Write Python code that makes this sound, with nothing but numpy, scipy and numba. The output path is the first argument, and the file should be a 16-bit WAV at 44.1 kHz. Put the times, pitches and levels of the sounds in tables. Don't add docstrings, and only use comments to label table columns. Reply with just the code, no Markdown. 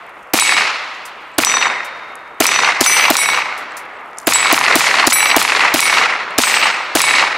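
import sys
import numpy as np
from scipy import signal
from scipy.io import wavfile
from scipy.ndimage import uniform_filter1d, minimum_filter1d
from numba import njit

SR = 44100
rng = np.random.default_rng(int(sys.argv[2]) if len(sys.argv) > 2 else 0)


def makeup_ratio(level_db):
    decades = np.asarray(level_db, float) / 20
    return 10 ** decades


def wav_out(sig):
    wavfile.write(sys.argv[1], SR, np.round(np.clip(np.atleast_2d(sig).T, -1, 1) * 32767).astype(np.int16))


N = 325017
AGE = np.arange(SR) / SR
LEAD = SR
DUCK_DB, RECOVER_S = 22, 0.27

# t/s, blast level/dB, woods level/dB, woods treble/dB
FIRST_SHOTS = [(0.341, -2, -0.5, 2.5), (1.388, -2, -0.5, -5.5), (2.4083, -0.5, 1, -2),
               (3.107, -2.5, -3, -2.5), (4.2760, -2, 0.5, -0.9), (4.5302, -4.5, 4, -7),
               (4.7600, -1.5, 2, -1.3), (5.3685, -2, 2, -2.6), (5.7456, -2, 1.5, -1.3),
               (6.9576, -2.5, 1.5, -1)]
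SECOND_SHOTS = [(2.8146, 0.11, 0.087, 0.023), (5.0760, 0.0054, 0, -3.4), (6.389, 0.1, 0.2, 1)]
EARLIER_SHOT = (-0.995, 0, 0.23, .3)
# t from thump/ms, length/ms, f/Hz, width/Hz, level/dB
FIRST_BURSTS = [
    (-6.5, 2, 1200, 4000, -6),
    (-4, 1.8, 5200, 22000, 10),
    (-6, 15.2, 810, 2000, -7.5),
    (11.5, 41, 1100, 6200, -19),
    (15, 45, 6900, 3500, -50),
]
SECOND_BURSTS = [
    (-8.5, 5.3, 2700, 4400, -16),
    (-5, 3.1, 6000, 3800, 6.5),
    (-6.5, 15, 650, 1800, -8),
    (19.5, 18, 3600, 2300, -19.5),
    (22, 22, 7200, 1500, -22),
]
# f/Hz, level/dB, length/s
FIRST_THUMP = [(283.3, -0.5, 0.0084), (250, -17, 0.019), (611.5, -3, 0.0087), (1366, -9.5, 0.0045),
               (108, -27, 0.011)]
SECOND_THUMP = [(275, -1.5, 0.0063), (248.7, -17, 0.02), (559, -6.5, 0.0082), (1090, -5, 0.0045),
                (133, -15, 0.0061)]
# t after thump/s, girth level/dB, bright minus dull/dB
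TRUNKS = [(.0145, 1, -2), (.0242, -7.5, -19), (.0368, -3, -13), (.048, 12, -2), (.0548, -1.5, -11),
          (.0671, -12, -7), (.083, 4.5, -3), (.088, -2, -4), (.0998, -17, 14), (.1104, 1, 2),
          (0.1186, -10, 16), (.1222, -0.5, 0.5), (.1294, 2, 0), (0.135, 0.5, -1.5), (.1529, 6.5, 1.5),
          (0.1826, 8.5, -0.5), (.196, 1, 11), (.2273, 4.5, 2), (.2388, 6.5, 4.5), (.244, 2.5, -2),
          (.2487, -12, -1), (.269, 5.5, -8), (.281, 3.5, -9), (.2935, -1, 5), (.3135, 4, -1),
          (.32, -7, -25.5), (.352, -0.5, -11), (.389, -1.5, -13), (.418, 6.5, -6.5), (.445, 2, 1)]
# f/Hz, width/Hz, level/dB, share of the trunk's tilt
TRUNK_BANDS = [
    (1044, 660, 0.5, -0.82),
    (2182, 890, 4, -0.11),
    (3740, 2020, -1, 0.54),
]
NEAR_TRUNK_DB, FARTHER_DB_PER_S = -7.5, -74
TRUNK_SPREAD_S, WIDER_PER_S = .0028, .01
# f/Hz, level/dB, t60/s
LEFT_A = [(2236, -20, .65), (3871, -25, .6), (7750, -29, .2), (7926, -18, .27), (8000, -31, .35),
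          (8167, -32, .27), (9280, -19, .22), (9428, -33, .3), (11100, -31, .15), (11620, -43, .28),
          (13215, -37, .23)]
LEFT_B = [(3703, -31, .33), (3705, -33, 1.3), (5923, -23, .33), (5948, -23, .4), (7114, -33, .45),
          (7756, -25, .23), (7928, -32, .45), (8290, -37, .4), (9292, -43, .34), (10662, -35, .25),
          (13230, -40, .21)]
LEFT_C = [(2231, -21, .75), (3875, -29, .65), (5638, -25, .36), (5941, -29, .5), (7751, -31, .25),
          (7926, -24, .3), (8009, -37, .45), (8170, -38, .45), (9287, -15, .21), (9433, -32, .32),
          (11115, -27, .24), (11612, -38, .33), (12005, -35, .3), (13237, -34, .3)]
RIGHT_A = [(2067, -25, .7), (2298, -20, .78), (5696, -38, .78), (6031, -13, .33), (8050, -29, .33),
           (8152, -30, .42), (8308, -23, .4), (9446, -31, .41), (9601, -28, .21), (10957, -21, .29),
           (11858, -32, .29), (12238, -33, .42), (13428, -32, .5), (14749, -38, .5)]
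RIGHT_B = [(2271, -24, .78), (2298, -23, .7), (3946, -26, .6), (5693, -32, .78), (5960, -27, .52),
           (7845, -18, .35), (8077, -32, .78), (9429, -15, .23), (9592, -18, .21), (10853, -17, .21),
           (11839, -21, .24), (13428, -31, .25), (13587, -27, .27), (14824, -33, .25)]
RIGHT_C = [(2298, -28, .7), (8061, -23, .5), (8322, -26, .21), (9603, -40, .37), (13596, -36, .4),
           (14751, -41, .36), (14862, -44, .3)]
SOIL = []
# t/s, splash level/dB, paddle, ring level/dB, f favoured by the spot/Hz, its boost/dB
STRIKES = [(.3986, 2.5, LEFT_A, -1.5, 7923, 1), (1.4483, -0.5, LEFT_B, 0, 5923, 6.5),
           (2.4668, -8.5, LEFT_B, -4, 5951, 6), (2.864, -4, RIGHT_A, -0.5, 6031, -0.3),
           (3.1683, -1, LEFT_C, -1.5, 7751, 10.5), (4.3356, -5, LEFT_A, -4.5, 7750, 21),
           (4.5903, -15.5, SOIL, 0, 0, 0), (5.1278, -3.5, RIGHT_B, -0.7, 9429, 0.5),
           (5.4268, -10, SOIL, 0, 0, 0), (5.8048, 4, LEFT_C, -4, 2238, 2.5),
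           (6.439, -16, RIGHT_C, 1.7, 8055, -3), (7.0176, -7, LEFT_A, -5, 2239, 3)]
# t/s, level/dB, t60/s
LEAVES = [(1.054, -24.5, 0.1), (1.8472, -27, 0.095), (3.5773, -29.5, 0.14), (3.7688, -22, 0.12),
          (4.18, -40.5, 0.47)]
# t/s, level/dB, f/Hz, left minus right/dB
TICKS = [(0.2274, -37, 7600, -1.5), (0.9494, -31, 4520, 15), (2.155, -21, 8750, -4.5),
         (2.2767, -38.5, 4600, 1), (3.7205, -27, 4440, 1.0), (3.9944, -42, 4500, 11),
         (4.132, -35, 4590, -3), (4.173, -30, 5570, 5.5), (4.185, -8.5, 7400, 3.5), (4.2, -18, 5380, -2),
         (4.2158, -29, 8370, -9), (4.2305, -34, 5617, 15), (6.3072, -24, 6450, 5)]
CRACKLE_PER_S, CRACKLE_DB = 140, -58
# t/s, level/dB, f from/Hz, f to/Hz
CHIRPS = [(1.335, -49, 7000, 8100), (3.705, -49, 7300, 8000), (3.96, -57, 7400, 8000),
          (4.261, -22, 6900, 7690)]
# f/Hz, level/dB per Hz
WOODS_COLOUR = [(60, -78), (1200, -57), (1724, -59.5), (2210, -51), (3100, -62.5), (4100, -59),
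                (10500, -63), (16000, -79)]
# f/Hz, early t60/s, late level/dB, late t60/s, build-up/s
WOODS_DECAY = [(60, 0.51, -32, 2.7, 0.028), (250, 0.75, -29.5, 14.3, 0.031), (1280, 0.53, -21, 6.27, 0.099),
               (2220, 0.61, -24.5, 3.5, 0.072), (4500, .72, -14.5, 1.32, 0.002),
               (8000, 0.54, -41.5, 2.06, 0.0023), (16000, 0.18, -42, 0.36, .003)]
# f/Hz, level/dB per Hz
AIR = [(40, -104), (150, -110), (400, -114), (1500, -108), (4000, -124), (9000, -127), (16000, -140)]
# f/Hz, likeness/0-1
LIKENESS = [(60, 0.97), (250, 1), (2000, 0.96), (6000, 0.87), (14000, 0.89)]


def rifle(shots, bursts, modes, lead_s, scatter_db=1.64):
    out = np.zeros((2, N))
    facets = np.sort(rng.random((len(TRUNKS), 11)))
    echoes = [trunk(tilt_db, facet, TRUNK_SPREAD_S + WIDER_PER_S * lag)
              for (lag, _, tilt_db), facet in zip(TRUNKS, facets)]
    thump = pressure_thump(modes)
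    for s, blast_db, woods_db, _ in shots:
        for ms, length_ms, hz, width, db in bursts:
            puff = muzzle_burst(length_ms, hz, width)
            add(out, s + ms / 1000, makeup_ratio(db + blast_db) * puff)
        add(out, s - lead_s, makeup_ratio(blast_db) * thump[None])
        for (lag, girth_db, _), parts in zip(TRUNKS, echoes):
            echo = makeup_ratio(scatter_db * rng.standard_normal(len(parts))) @ parts
            echo_db = NEAR_TRUNK_DB + FARTHER_DB_PER_S * lag + girth_db + woods_db
            add(out, s + lag - .0016, makeup_ratio(echo_db) * echo[None])
    return out


def muzzle_burst(length_ms, hz, width):
    n = int(length_ms * SR / 1000)
    noise = rng.standard_normal((2, n)) * [[1], [.15]]
    mid, side = band(noise, hz, width) * np.sqrt(SR / 2 / width) * np.hanning(n) ** .5
    return mid + side * [[1], [-1]]


def pressure_thump(modes):
    sag = AGE + 0.27 * 0.0045 * (1 - np.exp(-AGE / 0.0037))
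    thump = sum(makeup_ratio(db) * np.cos(2 * np.pi * hz * sag) * np.exp(-(AGE / length) ** 2)
                for hz, db, length in modes)
    return band(thump, 1500, 12000)


def trunk(tilt_db, facets, spread_s):
    pulses = np.zeros(800)
    arrivals = ((facets - facets[0]) * spread_s * SR).astype(int)
    pulses[arrivals] = (-.87) ** np.arange(len(facets))
    parts = np.array([band(pulses, hz, width, order=3) * makeup_ratio(db + share * tilt_db) / width
                      for hz, width, db, share in TRUNK_BANDS])
    return parts / np.abs(parts.sum(axis=0)).max()


def steel():
    out = np.zeros((2, N))
    for s, splash_db, paddle, ring_db, spot_hz, boost_db in STRIKES:
        modes = [(hz, db + ring_db + boost_db * (abs(hz - spot_hz) < 10), t60) for hz, db, t60 in paddle]
        spray = (AGE < .0018) + 0.13 * 1000 ** (-AGE / .03)
        splash = band(rng.standard_normal(len(AGE)) * spray, 6300, 7500, order=2)
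        add(out, s - .0004, makeup_ratio(splash_db) * splash[None], .5)
        onset = 1 - np.exp(-AGE / 0.001)
        add(out, s + .001, onset * ring(modes)[None], .5)
    return out


def ring(modes, swing_s=0.2, late_db=-12, ring_db=-5.0, treble_db=-0.54, sustain=1.44, tail_db=-22,
         longer=2.4):
    out = np.zeros(len(AGE))
    for hz, db, t60 in modes:
        phase, rock, turn = rng.random(3)
        rock_hz = 5 + 16 * rock
        waver = 1 + min(hz / 9000, .5) * np.sin(2 * np.pi * (rock_hz * AGE + turn))
        size = makeup_ratio(db + ring_db + treble_db * np.log2(hz / 4000))
        decay = 1000 ** (-AGE / (sustain * t60)) + makeup_ratio(tail_db) * 1000 ** (-AGE / (longer * t60))
        out += size * waver * np.sin(2 * np.pi * (hz * AGE + phase)) * decay
    return out * (np.exp(-(AGE / swing_s) ** 3) + makeup_ratio(late_db))


def cases_in_leaves():
    out = np.zeros((2, N))
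    for s, db, t60 in LEAVES:
        grains = rng.standard_normal((2, len(AGE))) * makeup_ratio(1.5 * rng.exponential(size=len(AGE)))
        rustle = band(grains * [[1], [.3]], 7200, 7600, order=2)
        mid, side = rustle * (1 - np.exp(-AGE / 0.0017)) * 1000 ** (-AGE / t60)
        add(out, s - .002, makeup_ratio(db - 3.0) * (mid + side * [[1], [-1]]))
    return out


def case_ticks():
    out = np.zeros((2, N))
    for s, db, hz, pan_db in TICKS:
        tick = band(rng.standard_normal(len(AGE)) * 1000 ** (-AGE / 0.011), hz, 3900, order=2)
        add(out, s, makeup_ratio(db - 2) * tick[None], pan_db)
    return out


def leaf_crackle():
    out = np.zeros((2, N))
    for when, size, side in rng.random((int(CRACKLE_PER_S * N / SR), 3)):
        snap = band(rng.standard_normal(600) * 1000 ** (-AGE[:600] / .012), 8500, 7000, order=2)
        add(out, when * N / SR, makeup_ratio(CRACKLE_DB - 3.1 * np.log(size)) * snap[None], 12 * (side - .5))
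    return out


def rising_whistles():
    out = np.zeros((2, N))
    glide = np.linspace(0, 1, int(0.02 * SR))
    for s, db, hz_from, hz_to in CHIRPS:
        hz = hz_from + (hz_to - hz_from) * glide ** .6
        whistle = np.sin(2 * np.pi * np.cumsum(hz[None]) / SR)
        add(out, s, makeup_ratio(db) * np.sin(np.pi * glide) * whistle)
    return out


def woods(lumps_db=2.5, grain_db=1.):
    blasts, treble, out = np.zeros(N + LEAD), np.zeros(N + LEAD), 0
    for s, _, db, treble_db in FIRST_SHOTS + SECOND_SHOTS + [EARLIER_SHOT]:
        i = int(s * SR) + LEAD
        blasts[i], treble[i] = makeup_ratio(2 * db), makeup_ratio(2 * (db + treble_db))
    lumps = flicker(120) * np.clip(fade(blasts, 2.5)[LEAD:] * 5, .25, 1)
    for hz in 40 * 2 ** np.arange(0, 8.7, 1 / 3):
        early, late_db, late, build = at_pitch(WOODS_DECAY, hz)
        (db,), (air_db,), (like,) = (at_pitch(table, hz) for table in (WOODS_COLOUR, AIR, LIKENESS))
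        kick = treble if hz > 2400 else blasts
        power = fade(kick, early) + makeup_ratio(2 * late_db) * fade(kick, late)
        keep = np.exp(-1 / (max(build, .001) * SR))
        power = signal.lfilter([1 - keep], [1, -keep], power)[LEAD:]
        power = makeup_ratio(2 * db) * power + makeup_ratio(2 * air_db)
        mid, side = band(rng.standard_normal((2, N)), hz, hz * 0.22, order=2)
        share = np.clip(like, 0, 1)
        pair = np.sqrt(1 + share) * mid + np.sqrt(1 - share) * side * np.array([[1], [-1]])
        uneven = makeup_ratio(lumps_db * lumps * (500 < hz < 9000) + grain_db * flicker(30))
        out = out + np.sqrt(power * SR / 4) * uneven * pair
    return out


def at_pitch(table, hz):
    table_hz, *columns = np.transpose(table)
    return [np.interp(np.log(hz), np.log(table_hz), column) for column in columns]


def fade(x, t60):
    return signal.lfilter([1], [1, -1000 ** (-2 / (t60 * SR))], x)


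def flicker(rate):
    k = int(SR / rate)
    return uniform_filter1d(np.repeat(rng.standard_normal(N // k + 1), k), k)[:N]


def band(x, hz, width, order=1):
    lo = np.sqrt(hz ** 2 + width ** 2 / 4) - width / 2
    edges = [lo, min(lo + width, .45 * SR)]
    return signal.sosfilt(signal.butter(order, edges, "band", fs=SR, output="sos"), x)


def add(out, s, sound, pan_db=0):
    i = int(s * SR)
    n = max(min(sound.shape[-1], N - i), 0)
    out[:, i:i + n] += sound[..., :n] * makeup_ratio(np.array([[pan_db / 2], [-pan_db / 2]]))


@njit
def follow(x, release):
    e, y = 0., np.empty(len(x))
    for i in range(len(x)):
        e = max(x[i], e * release)
        y[i] = e
    return y


def scene():
    first = rifle(FIRST_SHOTS, FIRST_BURSTS, FIRST_THUMP, lead_s=.0024)
    second = rifle(SECOND_SHOTS, SECOND_BURSTS, SECOND_THUMP, lead_s=.0039)
    small = (cases_in_leaves() + case_ticks() + leaf_crackle() + rising_whistles()) * makeup_ratio(-DUCK_DB)
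    return first + second + steel() + small + woods()


def top_cut(x):
    return signal.sosfilt(signal.butter(12, 16430, fs=SR, output="sos"), x)


def record(dry):
    t = np.arange(N) / SR
    starts = np.sort([-1.] + [s - .0075 for s, *_ in FIRST_SHOTS + SECOND_SHOTS])
    age = t - starts[np.searchsorted(starts, t) - 1]
    x = dry * makeup_ratio(DUCK_DB * np.clip(age / RECOVER_S, 0, 1))
    peak = -minimum_filter1d(-np.abs(x).max(axis=0), size=40)
    over = np.maximum(follow(peak, np.exp(-1 / (.005 * SR))) / 1.05, 1)
    strength = np.where(age < .011, .45, .8)
    x = x / uniform_filter1d(over, size=40) ** strength
    low_pass = signal.ellip(8, .2, 60, 15700, fs=SR, output="sos")
    x = signal.sosfilt(low_pass, np.clip(x, -.97, .97))
    return top_cut(x)


dry = scene()
out = record(dry)
wav_out(out)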